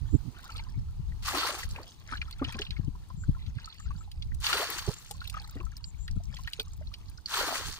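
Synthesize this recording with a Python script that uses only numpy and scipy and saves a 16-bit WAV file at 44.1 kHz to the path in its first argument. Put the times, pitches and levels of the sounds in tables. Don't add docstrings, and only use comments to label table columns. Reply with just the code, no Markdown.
import sys
import numpy as np
from scipy import signal
from scipy.fft import rfft, irfft
from scipy.io import wavfile
from scipy.ndimage import uniform_filter1d

SR = 44100
rng = np.random.default_rng(int(sys.argv[2]) if len(sys.argv) > 2 else 0)


def how_loud(loudness_db):
    steps = np.asarray(loudness_db, float) / 20
    return 10 ** steps


def unload_wav(signal):
    wavfile.write(
        sys.argv[1],
        SR,
        np.round(np.clip(np.atleast_2d(signal).T, -1, 1) * 32767).astype(np.int16),
    )


N = 343539


def rms_one(x):
    return x / np.sqrt(np.mean(x ** 2) + 1e-20)


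def drift(rate_hz):
    r = np.exp(-80 * np.pi * rate_hz / SR)
    noise = rng.standard_normal(N // 40 + 2002)
    slow = signal.lfilter([1], [1, -2 * r, r * r], noise)[2000:]
    return np.interp(np.arange(N) / 40, np.arange(len(slow)), rms_one(slow))


def band(x, low_hz, high_hz, order=2):
    sos = signal.butter(order, [low_hz, min(high_hz, .46 * SR)], "band", fs=SR, output="sos")
    return signal.sosfilt(sos, x)


def bell(x, hz, width_hz, db):
    a, w = how_loud(db / 2), 2 * np.pi * hz / SR
    k = np.sin(w) * width_hz / hz / 2
    top = [1 + k * a, -2 * np.cos(w), 1 - k * a]
    bottom = [1 + k / a, -2 * np.cos(w), 1 - k / a]
    return signal.lfilter(top, bottom, x)


def placed(x, left_lag):
    return np.array([np.roll(x, int(round(left_lag))), x])


def add(track, start_s, sound):
    i = round(start_s * SR)
    track[:, i:i + sound.shape[1]] += sound[:, :N - i]


def swell(peak_s, db, rise_s, fall_s):
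    t = np.arange(N) / SR - peak_s
    return db - 20 * np.where(t < 0, -t / rise_s, t / fall_s)


def ringing(clicks, hz, cycles):
    r, w = how_loud(-60 * hz / (cycles * SR)), 2 * np.pi * hz / SR
    return signal.sosfilt([[1, 0, -1, 1, -2 * r * np.cos(w), r * r]] * 2, clicks + 1e-18)


def grains(levels_db, low_hz, high_hz, count, per_s, cycles, uneven_db, clump_db, own_db, left_lag, spread):
    out, clumps = np.zeros((2, N)), drift(18.4)
    size = how_loud(uneven_db * np.minimum(rng.exponential(1, N), 4)) * rng.choice([-1, 1], N)
    full_rate = np.sum(per_s / np.max(per_s) * np.ones(N))
    for k, hz in enumerate(np.geomspace(low_hz, high_hz, count)):
        clicks = size * (rng.random(N) < per_s * np.sqrt(hz / 2000) / SR)
        rings = ringing(clicks, hz, cycles)
        rings /= np.sqrt(np.sum(rings ** 2) / full_rate)
        place = k / (count - 1) * (len(levels_db) - 1)
        below = min(int(place), len(levels_db) - 2)
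        db = levels_db[below] + (place - below) * (levels_db[below + 1] - levels_db[below])
        db = db + clump_db * clumps + own_db * drift(15.7)
        out += placed(how_loud(db) * rings, left_lag + spread * rng.standard_normal())
    return out


def wind():
    # (time [s], strength [dB], left minus right [dB], rise and fall [s per 20 dB])
    puffs = [(.08, -35, -13, 0.24), (.62, -38, -0.5, .3), (.83, -31.5, -0.5, 0.3153),
             (1.1, -32.5, -1, 0.4044), (1.7, -35, -4, 0.2261), (2.21, -35, 1, 0.2432),
             (2.46, -37.5, -8.5, 0.48), (2.85, -34, 5, 0.5048), (3.31, -31.5, -1, 0.34),
             (3.9, -31, 1, 0.16), (4.27, -31, -3.5, 0.3083), (4.89, -41.5, 1.5, 0.28),
             (5.19, -36, 3.5, 0.07), (5.34, -40.5, -12, 0.41), (5.67, -42.5, 15.5, 0.48),
             (5.85, -44.5, -12, 0.28), (6.15, -34.5, 9.5, 0.3567), (6.46, -39.5, -1, 0.1),
             (6.82, -37, -3, .5), (7.08, -39.5, -6.5, 0.196), (7.62, -46.5, -9, 0.5)]
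    out = []
    for side in (.5, -.5):
        swells = [swell(s, db + side * lean_db, span_s, span_s) for s, db, lean_db, span_s in puffs]
        rumble_db = np.max(swells, axis=0).clip(-55.5)
        lumps, noise = drift(8.48), rng.standard_normal((2, N))
        flutter_db = 0.329 * (rumble_db + 38.0) + 5.09 * lumps + 2.98 * drift(33) - 57.5
        rumble = how_loud(rumble_db + 3.28 * lumps - 1.0) * rms_one(band(noise[0], 20.65, 87.1, order=3))
        flutter = how_loud(flutter_db) * rms_one(band(noise[1], 81.8, 177.3, order=4))
        out.append(rumble + flutter)
    return np.array(out)


def gusts():
    # (time [s], level [dB], port [1 left, -1 right], length [s], upper flutter re rumble [dB])
    eddies = [(0.031, -28, -1.0, 0.0395, -21), (0.147, -13, -1.0, 0.0285, -9),
              (0.274, -32.5, -1.0, 0.055, -7), (0.78, -29, 1.0, 0.0444, -18),
              (0.81, -40.5, -1.0, 0.088, -24.5), (0.998, -29, 1.0, 0.0301, -39.5),
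              (1.087, -32, -1.0, 0.0132, -39), (2.471, -31.5, 1.0, 0.046, -13.5),
              (2.701, -33.5, -1.0, 0.0269, -18.5), (2.796, -20.5, 1.0, 0.0125, -17),
              (2.84, -36.5, 1.0, 0.031, -20.5), (2.845, -35.5, -1.0, 0.033, -26),
              (2.883, -25, 1.0, 0.0211, -8.5), (3.147, -31, 1.0, 0.0126, -26.5),
              (3.186, -34, 1.0, 0.023, -31.0), (3.293, -16, 1.0, 0.0159, -10.5),
              (3.3, -27, -1.0, 0.0254, -25.5), (3.484, -29.5, 1.0, 0.042, -35),
              (3.568, -28, -1.0, 0.0295, -29), (4.266, -35, -1.0, 0.0303, -36),
              (4.892, -21, -1.0, 0.0193, -30.5), (6.169, -23, 1.0, 0.0248, -19),
              (6.795, -34, 1.0, 0.0354, -27.5), (6.863, -37, -1.0, 0.019, -32.5)]
    half = 3000
    out, t = np.zeros((2, N + 2 * half)), np.arange(-half, half) / SR
    for s, db, port, length_s, upper_db in eddies:
        noise = rng.standard_normal((2, len(t)))
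        shape = np.exp(-(t / (0.46 * length_s)) ** 2)
        low = shape * band(noise[0], 51.0, 137.35, order=3)
        spill = how_loud(-29.5) * band(noise[0], 407, 523, order=3)
        upper = shape * (band(noise[1], 148.8, 278.7, order=3) + spill)
        eddy = rms_one(low) + how_loud(upper_db) * rms_one(upper)
        i = round(s * SR)
        out[int(port < 0), i:i + len(t)] += how_loud(db + 1.0) * eddy * np.sqrt(np.mean(shape ** 2))
    return out[:, half:N + half]


def field():
    # (frequency [Hz], density [dB per Hz])
    spectrum = np.array([(150, -2.5), (300, -4.5), (600, -15), (900, -7), (1500, -21), (3000, -17.5),
                         (8000, -20), (16000, -25)])
    shared, left, right = rng.standard_normal((3, N))
    hz = np.maximum(np.arange(N // 2 + 1) * SR / N, 20)
    colour = how_loud(np.interp(np.log(hz), np.log(spectrum[:, 0]), spectrum[:, 1]))
    alike = np.clip(0.647 / (1 + (hz / 1500) ** 2), 0, 1)
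    pair = np.sqrt(alike) * rfft(shared) + np.sqrt(1 - alike) * rfft(np.array([left, right]))
    fade_db = 0.41 * np.arange(N) / SR
    return how_loud(-61.5 + 1.89 * drift(1.8) - fade_db) * rms_one(irfft(pair * colour, N))


def lapping():
    # (time [s], gurgle [dB], fizz re gurgle [dB], rise, fall [s per 20 dB])
    laps = [(.48, -51, -4.5, .25, 0.3831), (1.1, -68, -0.5, .4, 0.0052), (1.86, -66, 9, .2, 0.3358),
            (2.11, -53, -3.5, .15, 0.2331), (2.54, -50.5, -4, .4, 0.3974), (3.62, -56, -0.5, .25, 0.57),
            (4.37, -62, -8.5, .15, 0.06), (5.05, -62, 0, .3, 0.03), (5.35, -48.5, -5, .2, 0.4027),
            (5.55, -64, -0.5, .3, 0.87), (6.53, -55.5, 0.0, .5, 0.3529), (7.05, -66, -1, .6, 0.41)]
    gurgle_db = np.array([swell(s, db, rise_s, fall_s) for s, db, _, rise_s, fall_s in laps])
    fizz_db = gurgle_db + np.array(laps)[:, 2:3]
    return np.maximum(fizz_db.max(axis=0), -72), np.maximum(gurgle_db.max(axis=0), -71)


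def slosh():
    fizz_db, gurgle_db = lapping()
    levels_db = [gurgle_db - 29, gurgle_db - 19.0, gurgle_db - 16.5,
                 fizz_db - 12.5, fizz_db - 16.5, fizz_db - 19.0]
    return grains(levels_db, 489.3, 9216, count=24, per_s=110, cycles=18, uneven_db=3.2,
                  clump_db=4.0, own_db=5, left_lag=-3.5, spread=1.5)


def ticks():
    size = how_loud(3.5 * np.minimum(rng.exponential(1, N), 3))
    drops = size * (rng.random(N) < 45 * how_loud(4 * drift(2.5)) / SR)
    t60_s = 0.00992
    tails = signal.lfilter([1], [1, -how_loud(-60 / (t60_s * SR))], drops + 1e-18)
    level_db = -56 + 0.76 * (lapping()[0] + 64)
    return placed(how_loud(level_db) * band(tails * rng.standard_normal(N), 4230, 15500), left_lag=2.2)


def cricket():
    # (start [s], end [s], level [dB])
    chirps = [(0.091, 0.172, -52.5), (3.166, 3.25, -51.5), (3.779, 3.855, -52), (3.966, 4.03, -53),
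              (5.833, 5.906, -48), (5.984, 6.064, -49), (4.935, 5.0, -49), (5.045, 5.15, -54)]
    strokes_per_s, stroke_s = 212., .0009
    out, t = np.zeros((2, N)), np.arange(400) / SR
    for start, end, db in chirps:
        for s in np.arange(start, end, 1 / strokes_per_s):
            arch = np.sin(np.pi * ((s - start) / (end - start) * 0.63 + 0.053))
            hz = 7000 + 350 * arch + 140 * rng.standard_normal()
            stroke = t / stroke_s * np.exp(1 - t / stroke_s) * np.sin(2 * np.pi * hz * t)
            stroke_db = db - 6.5 + 10 * arch + 1.9 * rng.standard_normal()
            add(out, s, placed(how_loud(stroke_db) * stroke, left_lag=-10.5))
    return out


def washes():
    # (start [s], length [s], level [dB], centre [Hz])
    sheets = [(0.33, 0.16, -63, 2600), (0.34, 0.07, -65, 1400), (0.43, 0.06, -64, 4900),
              (0.555, 0.06, -54, 2900), (0.65, 0.05, -69, 1200), (1.745, 0.045, -53, 1700),
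              (1.79, 0.1, -59, 500), (2.08, 0.04, -63, 5000), (2.105, 0.075, -53, 1400),
              (2.11, 0.08, -59, 2900), (2.213, 0.025, -50, 1900), (2.25, 0.06, -62, 1300),
              (2.255, 0.05, -63, 2900), (2.325, 0.02, -54, 3000), (2.41, 0.1, -53, 1500),
              (2.43, 0.07, -54, 2800), (2.55, 0.04, -61, 1100), (2.575, 0.06, -52, 2300),
              (2.635, 0.045, -59, 3800), (2.63, 0.05, -64, 1300), (2.71, 0.02, -52, 2400),
              (2.725, 0.06, -64, 1400), (2.765, 0.03, -62, 2600), (3.38, 0.1, -60, 2800),
              (3.54, 0.2, -57, 3000), (3.74, 0.17, -61, 3200), (3.6, 0.12, -64, 1300),
              (4.93, 0.05, -58, 4300), (5.07, 0.08, -57, 7400), (5.2, 0.05, -62, 3800),
              (5.27, 0.045, -58, 4800), (5.325, 0.075, -56, 1900), (5.357, 0.02, -59, 5500),
              (5.435, 0.06, -64, 4500), (5.545, 0.08, -64, 900), (5.56, 0.04, -58, 1900),
              (6.36, 0.06, -60, 2400), (6.474, 0.05, -56, 2200), (6.47, 0.04, -59, 10500),
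              (6.535, 0.055, -62, 2700), (6.594, 0.025, -44, 3100), (6.596, 0.025, -49, 10300),
              (6.855, 0.04, -66, 4500), (7.05, 0.09, -70, 4700)]
    bursts_per_s, cycles, wide = 70, 22, 2 ** .5
    out = np.zeros((2, N))
    for s, length_s, db, hz in sheets:
        x = np.arange(round(1.3 * length_s * SR)) / SR / length_s
        shape = np.clip(x / .15, 0, 1) * how_loud(-5 * x - 90 * np.clip(x - 1, 0, 4))
        foam = np.zeros(len(x))
        for size_hz in np.geomspace(hz / wide, hz * wide, num=5) * rng.uniform(.95, 1.05, size=5):
            hits = rng.random(len(x)) < bursts_per_s * np.sqrt(hz / 2000) / SR
            bursts = hits * how_loud(4 * rng.standard_normal(len(x)))
            r = how_loud(-60 * size_hz / (cycles * SR))
            foam += ringing(bursts, size_hz, cycles) * (1 - r) ** 2
        hiss = rms_one(band(rng.standard_normal(len(x)), hz / wide, hz * wide))
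        add(out, s, placed(how_loud(db) * shape * (rms_one(foam) + how_loud(-5) * hiss), left_lag=-4.5))
    return out


def bubble(hz, length_s, rise_per_s, rough):
    t = np.arange(round(4 * length_s * SR)) / SR
    x = t / length_s * 3.883
    noise = rng.standard_normal((2, len(t)))
    waver = 1 + rough * rms_one(uniform_filter1d(uniform_filter1d(noise, size=60), size=45))
    phase = 2 * np.pi * hz * (t + rise_per_s * t * t / 2) + 2.516 * waver[1]
    return x * np.exp(1 - x) * waver[0] * np.sin(phase)


def strays(count):
    gurgle_db = lapping()[1]
    share, draw = np.cumsum(how_loud(gurgle_db / 2)), rng.random((count, 3))
    i = np.searchsorted(share, draw[:, 0] * share[-1])
    peak_db = gurgle_db[i] / 2 - 26.5 - 9 * draw[:, 1]
    hz = 898.2 * 2 ** (2.6 * draw[:, 2])
    return list(zip(i / SR, peak_db, hz))


def plops():
    # (time [s], peak [dB], pitch [Hz])
    small_plops = [(2.122, -37, 1280), (2.153, -41, 1699), (2.176, -43.5, 2997), (2.215, -32, 2422),
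                   (2.28, -52, 1302), (2.325, -45.5, 4260), (2.395, -49, 1383), (2.422, -38, 1206),
                   (2.446, -33, 2921), (2.543, -41.5, 2556), (2.586, -40, 1697), (2.617, -31, 3003),
                   (2.665, -43.5, 2790), (2.765, -43.5, 2223), (2.951, -52.5, 985), (.366, -54, 1450),
                   (.39, -53, 1500), (.463, -53, 1450), (.505, -52, 900), (.52, -50, 4700), (.55, -52, 1300),
                   (.585, -46, 2950), (.668, -54, 1000), (2.17, -45, 4300), (2.524, -43, 2500),
                   (2.59, -42, 5400), (5.396, -48, 4900), (5.63, -53, 1000), (5.766, -48, 5200),
                   (6.446, -50, 3000), (7.085, -52, 4500), (7.175, -49, 5200), (3.102, -47.5, 1030),
                   (3.235, -49, 1495), (3.366, -54, 1032), (5.108, -44.5, 816), (5.215, -42, 1446),
                   (5.253, -47, 2740), (5.343, -40.5, 1257), (5.368, -38, 1250), (5.444, -54.5, 1252),
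                   (5.607, -46, 1115), (5.665, -51, 1306), (5.719, -54.5, 1670), (5.841, -44, 4718),
                   (6.08, -45, 1898), (6.2, -52.5, 679.5),
                   (0.492, -45, 1369), (0.56, -41, 3575), (0.594, -48.5, 912), (1.119, -55, 1929),
             (1.431, -33, 1312), (1.63, -35.5, 1990), (1.76, -42, 2538), (3.584, -48, 1642),
             (3.644, -46.5, 4244), (3.674, -47.5, 1296), (3.725, -48, 3490), (3.799, -53.5, 1256),
             (3.906, -44, 1139), (4.008, -54.5, 1307), (4.075, -57.5, 818), (4.222, -41, 3424),
             (4.317, -50, 1950), (4.527, -28.5, 1419), (4.626, -33.5, 686.4), (6.369, -46.5, 1959),
             (6.388, -47.5, 1036), (6.474, -34.5, 1883), (6.596, -33, 3694), (6.81, -48, 606),
             (6.941, -46.5, 2907), (7.182, -56, 1493), (7.258, -35, 4600), (7.337, -37, 1483),
             (7.402, -33, 1449), (7.482, -33.5, 701),
                   (0.502, -45.5, 3014), (0.578, -45, 4683), (0.594, -44.5, 2280), (1.348, -35.5, 1278),
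                (1.83, -52.5, 4560), (2.134, -36, 1493), (2.279, -52, 5210), (3.346, -53.5, 1359),
                (2.649, -43, 3570), (4.442, -32, 3000), (4.497, -32.5, 1238), (5.204, -48.5, 4165),
                (5.24, -50.5, 4203), (5.273, -41, 3670), (5.443, -48.5, 4104), (5.57, -51.5, 1950),
                (5.601, -47.5, 2631), (6.598, -46, 1490), (6.871, -50.5, 4075)]
    # (time [s], peak [dB], pitch [Hz])
    gulps = [
        (2.125, -46.5, 269.4),
        (2.42, -25.5, 270.3),
        (2.552, -38, 223.5),
        (2.6, -36.5, 421.6),
        (4.881, -29.5, 420.2),
        (5.111, -53.5, 473),
        (5.561, -40.5, 280.3),
        (5.601, -45.5, 347.8),
        (6.595, -40, 433),
    ]
    out = np.zeros((2, N))
    for s, db, hz in small_plops + strays(count=90):
        ring = bubble(hz * .98, .013 * (hz / 1300) ** -.45, rise_per_s=3.08, rough=0.166 * hz / 1500)
        t = np.arange(len(ring)) / SR
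        noise = rms_one(band(rng.standard_normal(len(ring)), hz * 0.63, hz * 1.487))
        fizz = noise * np.minimum(t / 0.001, 1) * how_loud(-60 * t / 0.056)
        fizz_db = -11.5 + 0.447 * (db + 41)
        add(out, s, placed(how_loud(db + 4.5) * (ring + how_loud(fizz_db) * fizz), left_lag=-3.5))
    for s, db, hz in gulps:
        ring = bubble(hz * .95, 0.028, rise_per_s=2.9, rough=0.233)
        add(out, s - .006, placed(how_loud(db + 1.5) * ring, left_lag=-1.0))
    return out


def snaps():
    # (time [s], peak [dB], centre [Hz])
    fine_drops = [(0.5023, -48, 6000), (0.637, -49, 5710), (1.5893, -32, 6300), (1.6354, -36, 6090),
                  (1.6901, -41, 9980), (1.71, -38, 6100), (1.8312, -50, 6560), (1.9081, -50, 6800),
                  (1.941, -54, 6740), (2.0752, -48, 5860), (2.1505, -47, 6220), (2.3845, -50, 9010),
                  (2.5676, -45, 5810), (2.6115, -39, 5890), (2.8459, -49, 5920), (3.0864, -53, 10000),
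                  (3.6571, -40, 6270), (3.7983, -44, 7330), (4.7012, -24, 13300), (4.8643, -34, 6520),
                  (4.8888, -36, 6120), (4.9134, -39, 9540), (4.9387, -36, 7270), (4.9846, -41, 7050),
                  (5.0474, -46, 7300), (5.2749, -34, 14700), (5.3268, -50, 6000), (5.4171, -49, 9330),
                  (5.4954, -43, 6370), (5.5089, -41, 14900), (5.6521, -47, 6830), (5.7164, -52, 5830),
                  (5.7738, -44, 13700), (6.111, -44, 6040), (6.1629, -57, 6960), (6.2362, -46, 6730),
                  (6.2542, -52, 6350), (6.3455, -42, 6090), (6.3944, -51, 6380), (6.4094, -53, 5670),
                  (6.4278, -55, 5580), (6.6288, -43, 14400), (6.6812, -50, 6160), (6.7336, -46, 7030),
                  (6.767, -52, 15500), (6.8069, -60, 5890), (7.0584, -61, 5500), (7.0813, -55, 5500),
                  (7.0973, -42, 10500), (7.1736, -56, 5550), (7.2024, -63, 5890)]
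    t60_s, wide = .02, 2 ** .3
    out, t = np.zeros((2, N)), np.arange(1000) / SR
    for s, db, hz in fine_drops:
        noise = rng.standard_normal((2, len(t)))
        patch = rms_one(band(noise[0], hz / wide, hz * wide))
        crack = how_loud(-10) * rms_one(band(noise[1], 3500, 15500))
        shape = how_loud(db + 1.5 - 60 * t / t60_s) * np.minimum(t / .0006, 1)
        add(out, s, placed(shape * (patch + crack), left_lag=2.2))
    return out


def splats():
    # (time [s], peak [dB], top end re core [dB])
    mud_drops = [(0.5668, -30, -16), (1.5021, -24.5, -9), (2.2158, -32, -41), (2.3095, -29.5, -15),
                 (2.4426, -26, -27), (2.523, -31, -11.5), (2.548, -34, -32.5), (2.589, -23, -26.5),
                 (2.6179, -28.5, -27), (2.7061, -21, -33.5), (2.764, -44.5, -30.5), (3.4634, -34, -37),
                 (4.115, -30, -18.5), (4.225, -33, -31), (4.345, -43.5, -3.5), (4.402, -46, 2),
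                 (4.4409, -17.5, -21), (4.4658, -10, -28.5), (4.529, -10, -25), (7.339, -16, -25),
                 (5.1103, -26, -6), (5.243, -39, -11.5), (5.2974, -26.5, -10.5), (5.8402, -35.5, -36.5),
                 (6.0784, -28, -23.5), (6.366, -27.5, -27), (6.4742, -26.5, -27.5), (6.5325, -20, -20),
                 (6.5966, -17, -24), (6.9385, -22, -28.5), (6.983, -52.5, -3), (7.2585, -32, -24),
                 (4.9, -46, -4.5),
        (5.7668, -42.5, -4.5),
        (7.3022, -38, -12.5),
        (1.2381, -34, -20),
    ]
    out, t = np.zeros((2, N)), np.arange(2200) / SR
    for s, db, top_db in mud_drops:
        noise = rng.standard_normal((3, len(t)))
        ragged = how_loud(8.7 * uniform_filter1d(noise[2], size=40))
        decay = how_loud(-20 * t / 0.00834) + how_loud(-17 - 20 * t / 0.0246)
        shape = ragged * np.minimum(t / 0.00094, 1) * decay
        core = rms_one(band(noise[0], 2346, 4970, order=3))
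        top = how_loud(top_db + 15.0) * rms_one(band(noise[1], 6890, 13270))
        add(out, s, placed(how_loud(db - 12) * shape * (core + top), left_lag=-2.5))
    return out


def flow():
    # (start [s], peak [dB], deep bubbles re peak [dB], length [s], drain [dB per s])
    pours = [
        (1.224, -37, 2, 0.34, 80),
        (4.406, -36.5, -4, 0.483, 50),
        (7.276, -35.5, -1, 0.3904, 69.5),
    ]
    # (time [s], level [dB])
    dregs = [
        (1.77, -48),
        (4.874, -45),
    ]
    jets_s, jets_db, rise_s, sag_db_per_s = 0.0436, -5, 0.1294, 30
    body_follows, depth_follows = 1.454, 1.94
    t = np.arange(N) / SR
    spray_db = body_db = depth_db = np.full(N, -110.)
    for start, db, deep_db, length, drain in pours:
        s = start + np.array([-.01, 0, jets_s, rise_s, length, length + 1])
        sag_db = sag_db_per_s * (rise_s - length)
        below_db = np.interp(t, s, [-70, -15, jets_db, 0, sag_db, sag_db - drain])
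        puddle_db = np.interp(t, s[2:4], [-28.5 - depth_follows * jets_db, 0])
        spray_db = np.maximum(spray_db, db + below_db)
        body_db = np.maximum(body_db, db + 3 + body_follows * below_db)
        depth_db = np.maximum(depth_db, db + deep_db + depth_follows * below_db + puddle_db)
    for s, db in dregs:
        slop_db = swell(s, db, rise_s=0.0616, fall_s=0.082)
        body_db, depth_db = np.maximum(body_db, slop_db), np.maximum(depth_db, slop_db - 0.5)
    return spray_db, body_db, depth_db


def stream():
    # (frequency [Hz], left lead [rad])
    lead_curve = [(0, 1), (2670, -3), (4130, -6), (6460, 2.88), (7920, 10), (9820, -1.5), (16500, -6)]
    spray_db, body_db, depth_db = flow()
    thin = np.clip((-42 - spray_db) / 12, 0, 1)
    spray_levels_db = [body_db - 14.0, body_db - 10, spray_db - 7.5, spray_db - 9.5, spray_db - 11.5]
    spray = grains(spray_levels_db, 902, 16000, count=24, per_s=400 * how_loud(-14 * thin), cycles=4.65,
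                   uneven_db=1.8, clump_db=2.4 + 1.5 * thin, own_db=3.2, left_lag=0, spread=2.8)
    bubble_levels_db = [depth_db - 19.5, depth_db - 8.5, depth_db - 11, body_db - 17.5, body_db - 16.5]
    bubbles = grains(bubble_levels_db, 255, 2851, count=16, per_s=80, cycles=9.74,
                     uneven_db=3.5, clump_db=2.5, own_db=3.5, left_lag=0, spread=2.1)
    left, right = how_loud(3.5 * thin) * spray + bubbles
    lead_rad = np.interp(np.arange(N // 2 + 1) * SR / N, *np.transpose(lead_curve))
    return np.array([irfft(rfft(left) * np.exp(1j * lead_rad), N), right])


def ports(air):
    # (frequency [Hz], width [Hz], gain [dB])
    left_cavity = [(560.3, 76, -6.5), (1273, 395, 5), (5340, 770, -3), (11538, 1380, -11.5),
                   (14850, 1270, 7)]
    # (frequency [Hz], width [Hz], gain [dB])
    right_cavity = [(616, 340, -1.5), (2144, 732, -6.5), (4414, 1860, 9), (5800, 340, -0.5),
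                    (6400, 1080, 7), (7864, 1806, -19), (15200, 1500, 9.5), (12250, 4800, 4)]
    left, right = air
    for hz, width_hz, db in left_cavity:
        left = bell(left, hz, width_hz, db)
    for hz, width_hz, db in right_cavity:
        right = bell(right, hz, width_hz, db)
    dull = signal.sosfilt(signal.butter(6, 6847, fs=SR, output="sos"), right)
    return np.array([left, dull + how_loud(-17.0) * (right - dull)])


def scene():
    blown = wind() + gusts()
    near = slosh() + ticks() + cricket() + washes() + plops() + snaps() + splats() + stream()
    echo = how_loud(-19.0) * np.roll(band(near, 340, 6700), round(0.0037 * SR), axis=1)[::-1]
    return ports(near + echo + field()) + blown


def low_pass(x):
    return signal.sosfilt(signal.butter(12, 16960, fs=SR, output="sos"), x)


def record(dry):
    cut = signal.sosfilt(signal.cheby2(14, 45, 15990, fs=SR, output="sos"), dry)
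    return low_pass(cut)


dry = scene()
out = record(dry)
unload_wav(out)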